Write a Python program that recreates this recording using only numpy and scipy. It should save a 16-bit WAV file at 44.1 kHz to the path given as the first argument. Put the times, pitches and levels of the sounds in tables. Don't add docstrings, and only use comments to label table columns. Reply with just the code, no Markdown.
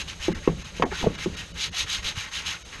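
import sys
import numpy as np
from scipy import signal
from scipy.fft import rfft, irfft, next_fast_len
from scipy.io import wavfile
from scipy.ndimage import uniform_filter1d

SR = 44100
rng = np.random.default_rng(int(sys.argv[2]) if len(sys.argv) > 2 else 0)


def unload_wav(signal):
    wavfile.write(
        sys.argv[1],
        SR,
        np.round(np.clip(np.atleast_2d(signal).T, -1, 1) * 32767).astype(np.int16),
    )


def invert_db(level):
    return 10 ** (np.asarray(level, dtype=float) / 20)


N = 123479


def evened(x):
    return x / np.sqrt(np.mean(x ** 2) + 1e-20)


def colour(x, points):
    f, db = np.transpose(points)
    size = next_fast_len(len(x))
    hz = np.fft.rfftfreq(size, 1 / SR)
    gain_db = np.interp(np.log(hz + 1), np.log(f + 1), db, left=-60)
    return irfft(rfft(x, size) * invert_db(gain_db), size)[:len(x)]


def add(mix, s, sound):
    at = round(s * SR)
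    part = mix[max(at, 0):][:len(sound) + min(at, 0)]
    part += sound[max(-at, 0):][:len(part)]


def resonate(x, hz, width):
    turn = np.exp(2j * np.pi * np.cumsum(hz * np.ones(len(x))) / SR)
    r = np.exp(-np.pi * width / SR)
    return 2 * (turn * signal.lfilter([1 - r], [1, -r], x / turn)).real


def band(x, hz, width):
    for _ in range(3):
        x = resonate(x, hz, width)
    return evened(x)


def wander(per_s):
    return evened(signal.lfilter(*signal.butter(2, per_s, fs=SR), rng.standard_normal(N)))


def ring(modes, t, chance):
    out = 0
    for (hz, db, t60), c in zip(modes, chance):
        out = out + invert_db(db + 5.1 * c - 60 * t / t60) * np.sin(2 * np.pi * hz * (1 + 0.019 * c) * t)
    return out


# (start [s], fastest [s], end [s], level [dB], bristle pitch [Hz])
STROKES = [(-.05, 0.009, 0.039, -29.5, 3010), (0.067, 0.087, 0.15, -32.5, 2910),
           (0.189, 0.252, .3, -29.5, 2920), (0.287, 0.344, .4, -32, 1940), (0.415, 0.45, 0.53, -36.5, 2290),
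           (.56, 0.603, 0.72, -40.5, 2400), (0.61, 0.662, 0.73, -44.5, 3080),
           (0.731, 0.781, 0.83, -35.5, 2600), (0.901, 0.911, 1.2, -34, 1760),
           (0.918, 1.001, 1.071, -32.5, 3120), (1.134, 1.141, 1.446, -42, 3040),
           (1.175, 1.244, 1.26, -30.5, 2600), (1.329, 1.392, 1.464, -34.5, 2830),
           (1.548, 1.634, 1.697, -29.5, 3940), (1.72, 1.802, 1.855, -27, 3840),
           (1.856, 1.929, 2.015, -28, 3700), (2.018, 2.074, 2.136, -27.5, 3470),
           (2.145, 2.185, 2.305, -29, 2720), (2.305, 2.359, 2.452, -29, 3200),
           (2.441, 2.472, 2.58, -27, 3080), (2.718, 2.723, 2.81, -33, 1950)]
# (pitch [Hz], level [dB per Hz])
FIZZ = [(500, -64), (1100, -25.5), (2500, -8), (4000, -5.5), (5600, -9), (7400, -16.5), (11000, -28),
        (13500, -38)]
# (pitch [Hz], level [dB per Hz])
RASP = [(400, -53), (800, -8), (1500, -2), (2300, -2), (4000, -11), (8000, -40)]
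TICKS_PER_S, TICK_SPREAD_DB = 16000, 1.5
POINTED, ARCH_POWER = 0.66, 0.81
SLOW_PITCH, TIRED_PITCH = 0.433, 0.86
EDGE_DB, FIZZ_EDGE_DB, RASP_EDGE_DB = -23.5, -26, -4
FIZZ_POWER, BRIGHT_POWER = 0.74, 2.04
CLUMP_DB, FIZZ_CLUMP_DB = 1.6, 1.0
HUMP_DB, FIZZ_DB, RASP_DB = -8.5, -4, -11
SQUEAK_DB, SQUEAK_WIDTH_HZ, SQUEAK_DRIFT = -6, 260, .12
TAPER_S = .012


def brush():
    lead_in = .5
    ticks = rng.standard_normal(N + SR) * invert_db(TICK_SPREAD_DB * np.minimum(rng.exponential(1, N + SR), 4))
    ticks = evened(ticks * (rng.random(N + SR) < TICKS_PER_S / SR))
    fizz = evened(colour(ticks, FIZZ))
    rasp = evened(colour(ticks[::-1], RASP))
    drift = np.tile(wander(19.7), 2)
    lumps = np.resize(wander(110), len(fizz))
    clump = invert_db(CLUMP_DB * lumps)
    fizz = fizz * invert_db(FIZZ_CLUMP_DB * lumps[::-1])
    out = np.zeros(N)
    for start, top, end, db, hz in STROKES:
        t = np.arange(start, end, 1 / SR)
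        first = round((start + lead_in) * SR)
        part = slice(first, first + len(t))
        ramp = np.interp(t, [start, top, end], [0, 1, 0])
        arch = np.sin(np.pi / 2 * ramp)
        speed = (POINTED * ramp + (1 - POINTED) * arch) ** ARCH_POWER
        tiring = np.interp(t, [start, end], [2 - TIRED_PITCH, TIRED_PITCH])
        pitch = hz * (SLOW_PITCH + (1 - SLOW_PITCH) * speed) * tiring
        squeak_hz = pitch * np.exp(SQUEAK_DRIFT * drift[part])
        squeak = band(rasp[part] + fizz[part], squeak_hz, SQUEAK_WIDTH_HZ)
        hump = band(ticks[part], pitch, hz) + invert_db(SQUEAK_DB) * squeak
        hump = hump * clump[part] * invert_db(EDGE_DB * (1 - speed) + HUMP_DB)
        tips = fizz[part] * invert_db(FIZZ_EDGE_DB * (1 - arch ** FIZZ_POWER) + FIZZ_DB)
        tips = tips * (hz / 3400) ** BRIGHT_POWER
        drag = invert_db(RASP_DB + RASP_EDGE_DB * (1 - speed)) * rasp[part]
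        taper = np.clip(np.minimum(t - start, end - t) / TAPER_S, 0, 1)
        add(out, start, taper * invert_db(db - 0.5) * (tips + hump + drag))
    return out


# (pitch [Hz], level [dB per Hz])
WIND = [(12, -10), (22, -5.5), (75, 2), (125, -9), (170, -3), (230, -15), (334, -17), (600, -17.5)]
# (time [s], level [dB])
BREEZE = [(0, 5), (.1, 3.5), (0.169, -1), (.3, 2), (.6, 3.5), (.75, 0), (.95, 3.5), (1.1, 4), (1.3, 2.5),
          (1.55, -2.5), (1.65, -1.5), (1.75, 4.5), (1.899, -0.5), (2.1, 5), (2.35, -7), (2.5, -4.5),
          (2.65, -5), (2.8, 1.5)]
# (pitch [Hz], level [dB per Hz])
YARD = [(180, -56), (300, -12), (650, -14), (1300, -13), (3500, -13), (6500, -19.5), (9000, -26),
        (14000, -44)]
WIND_DB, GUST_DB, YARD_DB = -43.5, 3, -49


def air():
    breeze_db = np.interp(np.arange(N) / SR, *np.transpose(BREEZE))
    rumble = colour(rng.standard_normal(N), WIND + [(900, -82)])
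    wind = evened(rumble * invert_db(GUST_DB * wander(7.0)))
    yard = evened(colour(rng.standard_normal(N), YARD) * invert_db(0.76 * wander(4.5)))
    return invert_db(WIND_DB + breeze_db) * wind + invert_db(YARD_DB) * yard


# (time [s], level [dB], ring pitch [Hz],
# t60 [ms])
TAPS = [(.077, -42, 1110, 19), (.2815, -22.5, 625, 24), (.285, -30, 860, 30), (0.3, -24, 188, 57),
        (0.317, -30.5, 334, 79), (.494, -26, 169, 64), (.524, -27, 159, 60), (.552, -30, 140, 50),
        (0.596, -34, 150, 40), (0.8228, -13, 540, 13), (0.826, -32, 3070, 13), (0.825, -37, 4750, 15),
        (.831, -35, 2680, 15), (.835, -39, 3700, 10), (.829, -15.5, 480, 24), (.863, -25.5, 706, 23),
        (0.9146, -28, 1690, 17), (0.921, -34, 1240, 25), (0.926, -31, 830, 28), (.931, -32.5, 1400, 27),
        (0.94, -33, 1490, 40), (.952, -31, 1500, 20), (1.011, -35.5, 377, 53), (1.022, -35, 316, 34),
        (1.028, -26.5, 965, 23), (1.033, -32, 520, 27), (1.051, -31, 426, 27), (1.0395, -20.5, 725, 28),
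        (1.044, -19, 200, 24), (1.044, -25.5, 925, 26), (1.052, -27, 150, 30), (1.06, -24, 570, 14),
        (1.0635, -18.5, 630, 27), (1.0707, -12, 168, 37), (1.0741, -33, 430, 21), (1.082, -46, 580, 13),
        (1.094, -38, 614, 17), (1.259, -33, 630, 15), (1.271, -29.5, 200, 95), (1.72, -37, 123, 25),
        (1.738, -41, 736, 73), (2.153, -39, 90.5, 31), (2.541, -36, 1426, 47), (2.729, -41, 1110, 35)]


def taps():
    rise_s = 0.0013
    out, t = np.zeros(N), np.arange(SR // 10) / SR
    for s, db, hz, t60_ms in TAPS:
        fade = invert_db(db - 60 * t / (t60_ms / 1000)) * (1 - np.exp(-t / rise_s))
        add(out, s, fade * 2 * np.sin(2 * np.pi * hz * t))
    return out


# (time [s], level [dB], pitch [Hz])
BUMPS = [(0.201, -30.5, 60.5), (.37, -32, 44.7), (1.031, -22, 60), (1.068, -23, 130), (1.189, -38, 50),
         (2.79, -37, 150), (.66, -38, 152), (1.852, -32.5, 78.72), (1.987, -30, 56.3), (2.049, -31, 44.3),
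         (2.173, -24.5, 100)]


def bumps():
    swell_s = 0.0052
    out, t = np.zeros(N), np.arange(SR // 4) / SR
    for s, db, hz in BUMPS:
        swell = t / swell_s * np.exp(1 - t / swell_s)
        add(out, s, invert_db(db) * swell * np.sin(2 * np.pi * hz * t))
    return out


# (time [s], level [dB], panel pitch [Hz], swell [ms], crack level [dB])
KNOCKS = [(.281, -12.5, 344.7, 6.1, -30.5), (0.4753, -7, 361, 2.85, -18.5), (0.7973, -20, 395, 1.2, -50),
          (0.8228, -17.5, 481, 5.9, -10.5), (.836, -13.5, 400, 1.24, -58), (0.917, -27.5, 401, 6.8, -27.5),
          (1.027, -30.5, 297, 3.6, -35), (1.039, -23, 450, 1.2, -43), (1.059, -22, 452, 5.8, -53),
          (1.0684, -10.5, 455, 2.94, -29.5), (1.259, -16.5, 353, 5.5, -32)]
# (pitch [Hz], level [dB], t60 [s])
HULL = [(51.4, -26, 0.51), (100, -19.5, 0.21), (168.6, -9.5, 0.12), (226, -10.5, 0.055)]
# (pitch [Hz], level [dB], t60 [s])
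RIM = [(501.4, -5.5, 0.058), (633, -11, 0.034), (864, -5.5, 0.017)]
# (pitch [Hz], level [dB], t60 [s])
BLOCK = [(724, -3.5, 0.075), (989, 3, 0.031), (1110, -1, 0.044), (1120, -2, 0.015), (1672, -7, 0.036),
         (2146, -9, 0.034), (2625, -12.5, 0.053)]
# (pitch [Hz], width [Hz], level [dB], t60 [s])
CLATTER = [(983, 610, -1, 0.078), (1530, 950, -7, 0.093), (2600, 1200, -9, 0.051),
           (4550, 2000, -15.5, 0.021)]
BOOM_DB, BOOM_T60, BOOM_HZ, BOOM_RISE_S = -18, 0.3, 307, .01
SINK_HZ, SINK_S, SINK_DB, SINK_T60 = 150, 0.047, -15.5, 0.14
OVERTONE, OVERTONE_DB, SOFT_DB_PER_MS = 1.5, -19.5, -1
HARD_TILT = 0.5


def knocks():
    out, t = np.zeros(N), np.arange(SR // 4) / SR
    chance = rng.uniform(-0.83, 1, (len(KNOCKS), 20))
    noise = rng.standard_normal((len(KNOCKS), len(t)))
    low = signal.butter(2, BOOM_HZ, fs=SR)
    for (s, db, hz, swell_ms, crack_db), c, n in zip(KNOCKS, chance, noise):
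        u = t / (swell_ms / 1000)
        rise = 1 - np.exp(-u)
        panel = u * np.exp(.5 - .5 * u ** 1.86) * -np.sin(2 * np.pi * hz * t * (1 - 0.75 * t))
        overtone = invert_db(OVERTONE_DB) * u * np.exp(1 - u) * np.sin(2 * np.pi * OVERTONE * hz * t)
        rim = overtone + ring(RIM, t, c[len(HULL):]) * rise
        panel = panel + invert_db(SOFT_DB_PER_MS * (swell_ms - 2.0)) * rim
        boom = evened(signal.lfilter(*low, n)) * (1 - np.exp(-t / BOOM_RISE_S))
        boom = boom * invert_db(BOOM_DB - 60 * t / BOOM_T60)
        sink = band(n, SINK_HZ + (hz - SINK_HZ) * np.exp(-t / SINK_S), 96)
        sink = sink * (1 - np.exp(-u / 2)) * invert_db(SINK_DB - 60 * t / SINK_T60)
        hull = sink + ring(HULL, t, c) * rise
        hardness = HARD_TILT * min(crack_db - db, 2)
        clatter = 0
        for f, width, d, t60 in CLATTER:
            fade = invert_db(d + hardness * np.log2(f / 1000) - 60 * t / t60)
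            clatter = clatter + band(n[::-1], f, width) * fade
        rattle = (ring(BLOCK, t, c[::-1]) + clatter) * np.minimum(t / 0.00059, 1)
        add(out, s, invert_db(db) * (panel + boom + hull) + invert_db(crack_db - 7.0) * rattle)
    return out


def cockpit(x):
    t = np.arange(0, .2, 1 / SR)
    echoes = rng.standard_normal(len(t)) * (rng.random(len(t)) < .05)
    echoes = echoes * invert_db(-60 * t / 0.097) * (t > .003)
    return signal.fftconvolve(x, echoes / np.linalg.norm(echoes))[:N]


def scene():
    near = brush() + taps() + bumps() + knocks()
    return (near + invert_db(-9.5) * cockpit(near) + air())[None]


# (pitch [Hz], width [Hz], level [dB])
HOUSING = [(2950, 380, 4), (3870, 254, 5.5), (6444, 480, 11.5), (11340, 940, 9)]


def housing(x):
    size = next_fast_len(N)
    hz = np.fft.rfftfreq(size, 1 / SR)
    lift_db = -12 * np.clip((hz - 13160) / 500, 0, 6)
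    for f, width, db in HOUSING:
        lift_db = lift_db + db / (1 + ((hz - f) / (width / 2)) ** 2)
    return irfft(rfft(x, size) * invert_db(lift_db), size)[:, :N]


# (time [s], length [s], lowest pitch lost [Hz], level [dB])
DROPOUTS = [
    (.339, .02, 550, -19),
    (.339, .014, 2900, -30),
    (.637, .016, 300, -16),
    (.847, .015, 2300, -60),
    (1.169, .02, 1800, -12),
    (1.361, .012, 2000, -16),
    (1.532, .018, 300, -17),
    (1.706, .018, 400, -15),
    (2.64, .022, 550, -19),
]


def dropouts(x):
    size = next_fast_len(N)
    hz, t = np.fft.rfftfreq(size, 1 / SR), np.arange(N) / SR
    for s, length, above_hz, db in DROPOUTS:
        strands = np.cos(2 * np.pi * (hz / 800 + rng.random())) > .7
        spared = strands & (hz < 7000) & (db > -20)
        lost = irfft(rfft(x, size) * (hz > above_hz) * ~spared, size)[:, :N]
        x = x - lost * (1 - invert_db(db)) * np.exp(-((t - s) / (length / 2)) ** 6)
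    return x


def thinned(x):
    low_hz, full_hz, share = 5660, 13100, 1.25
    hz, _, z = signal.stft(x, SR, nperseg=2048, noverlap=1024)
    power = uniform_filter1d(abs(z) ** 2, size=5, axis=1)
    nearby = uniform_filter1d(power, size=41, axis=1)
    edge = share * np.clip((hz[:, None] - low_hz) / (full_hz - low_hz), 0, 1) * nearby
    keep = np.clip(4 * (power / (edge + 1e-20) - 1) + .5, 0, 1)
    return signal.istft(z * keep, SR, nperseg=2048, noverlap=1024)[1][:, :N]


def roll_off(x):
    return signal.sosfilt(signal.butter(12, 14130, fs=SR, output="sos"), x)


def record(dry):
    mix = thinned(dropouts(housing(dry)))
    return roll_off(mix)


dry = scene()
out = record(dry)
unload_wav(out)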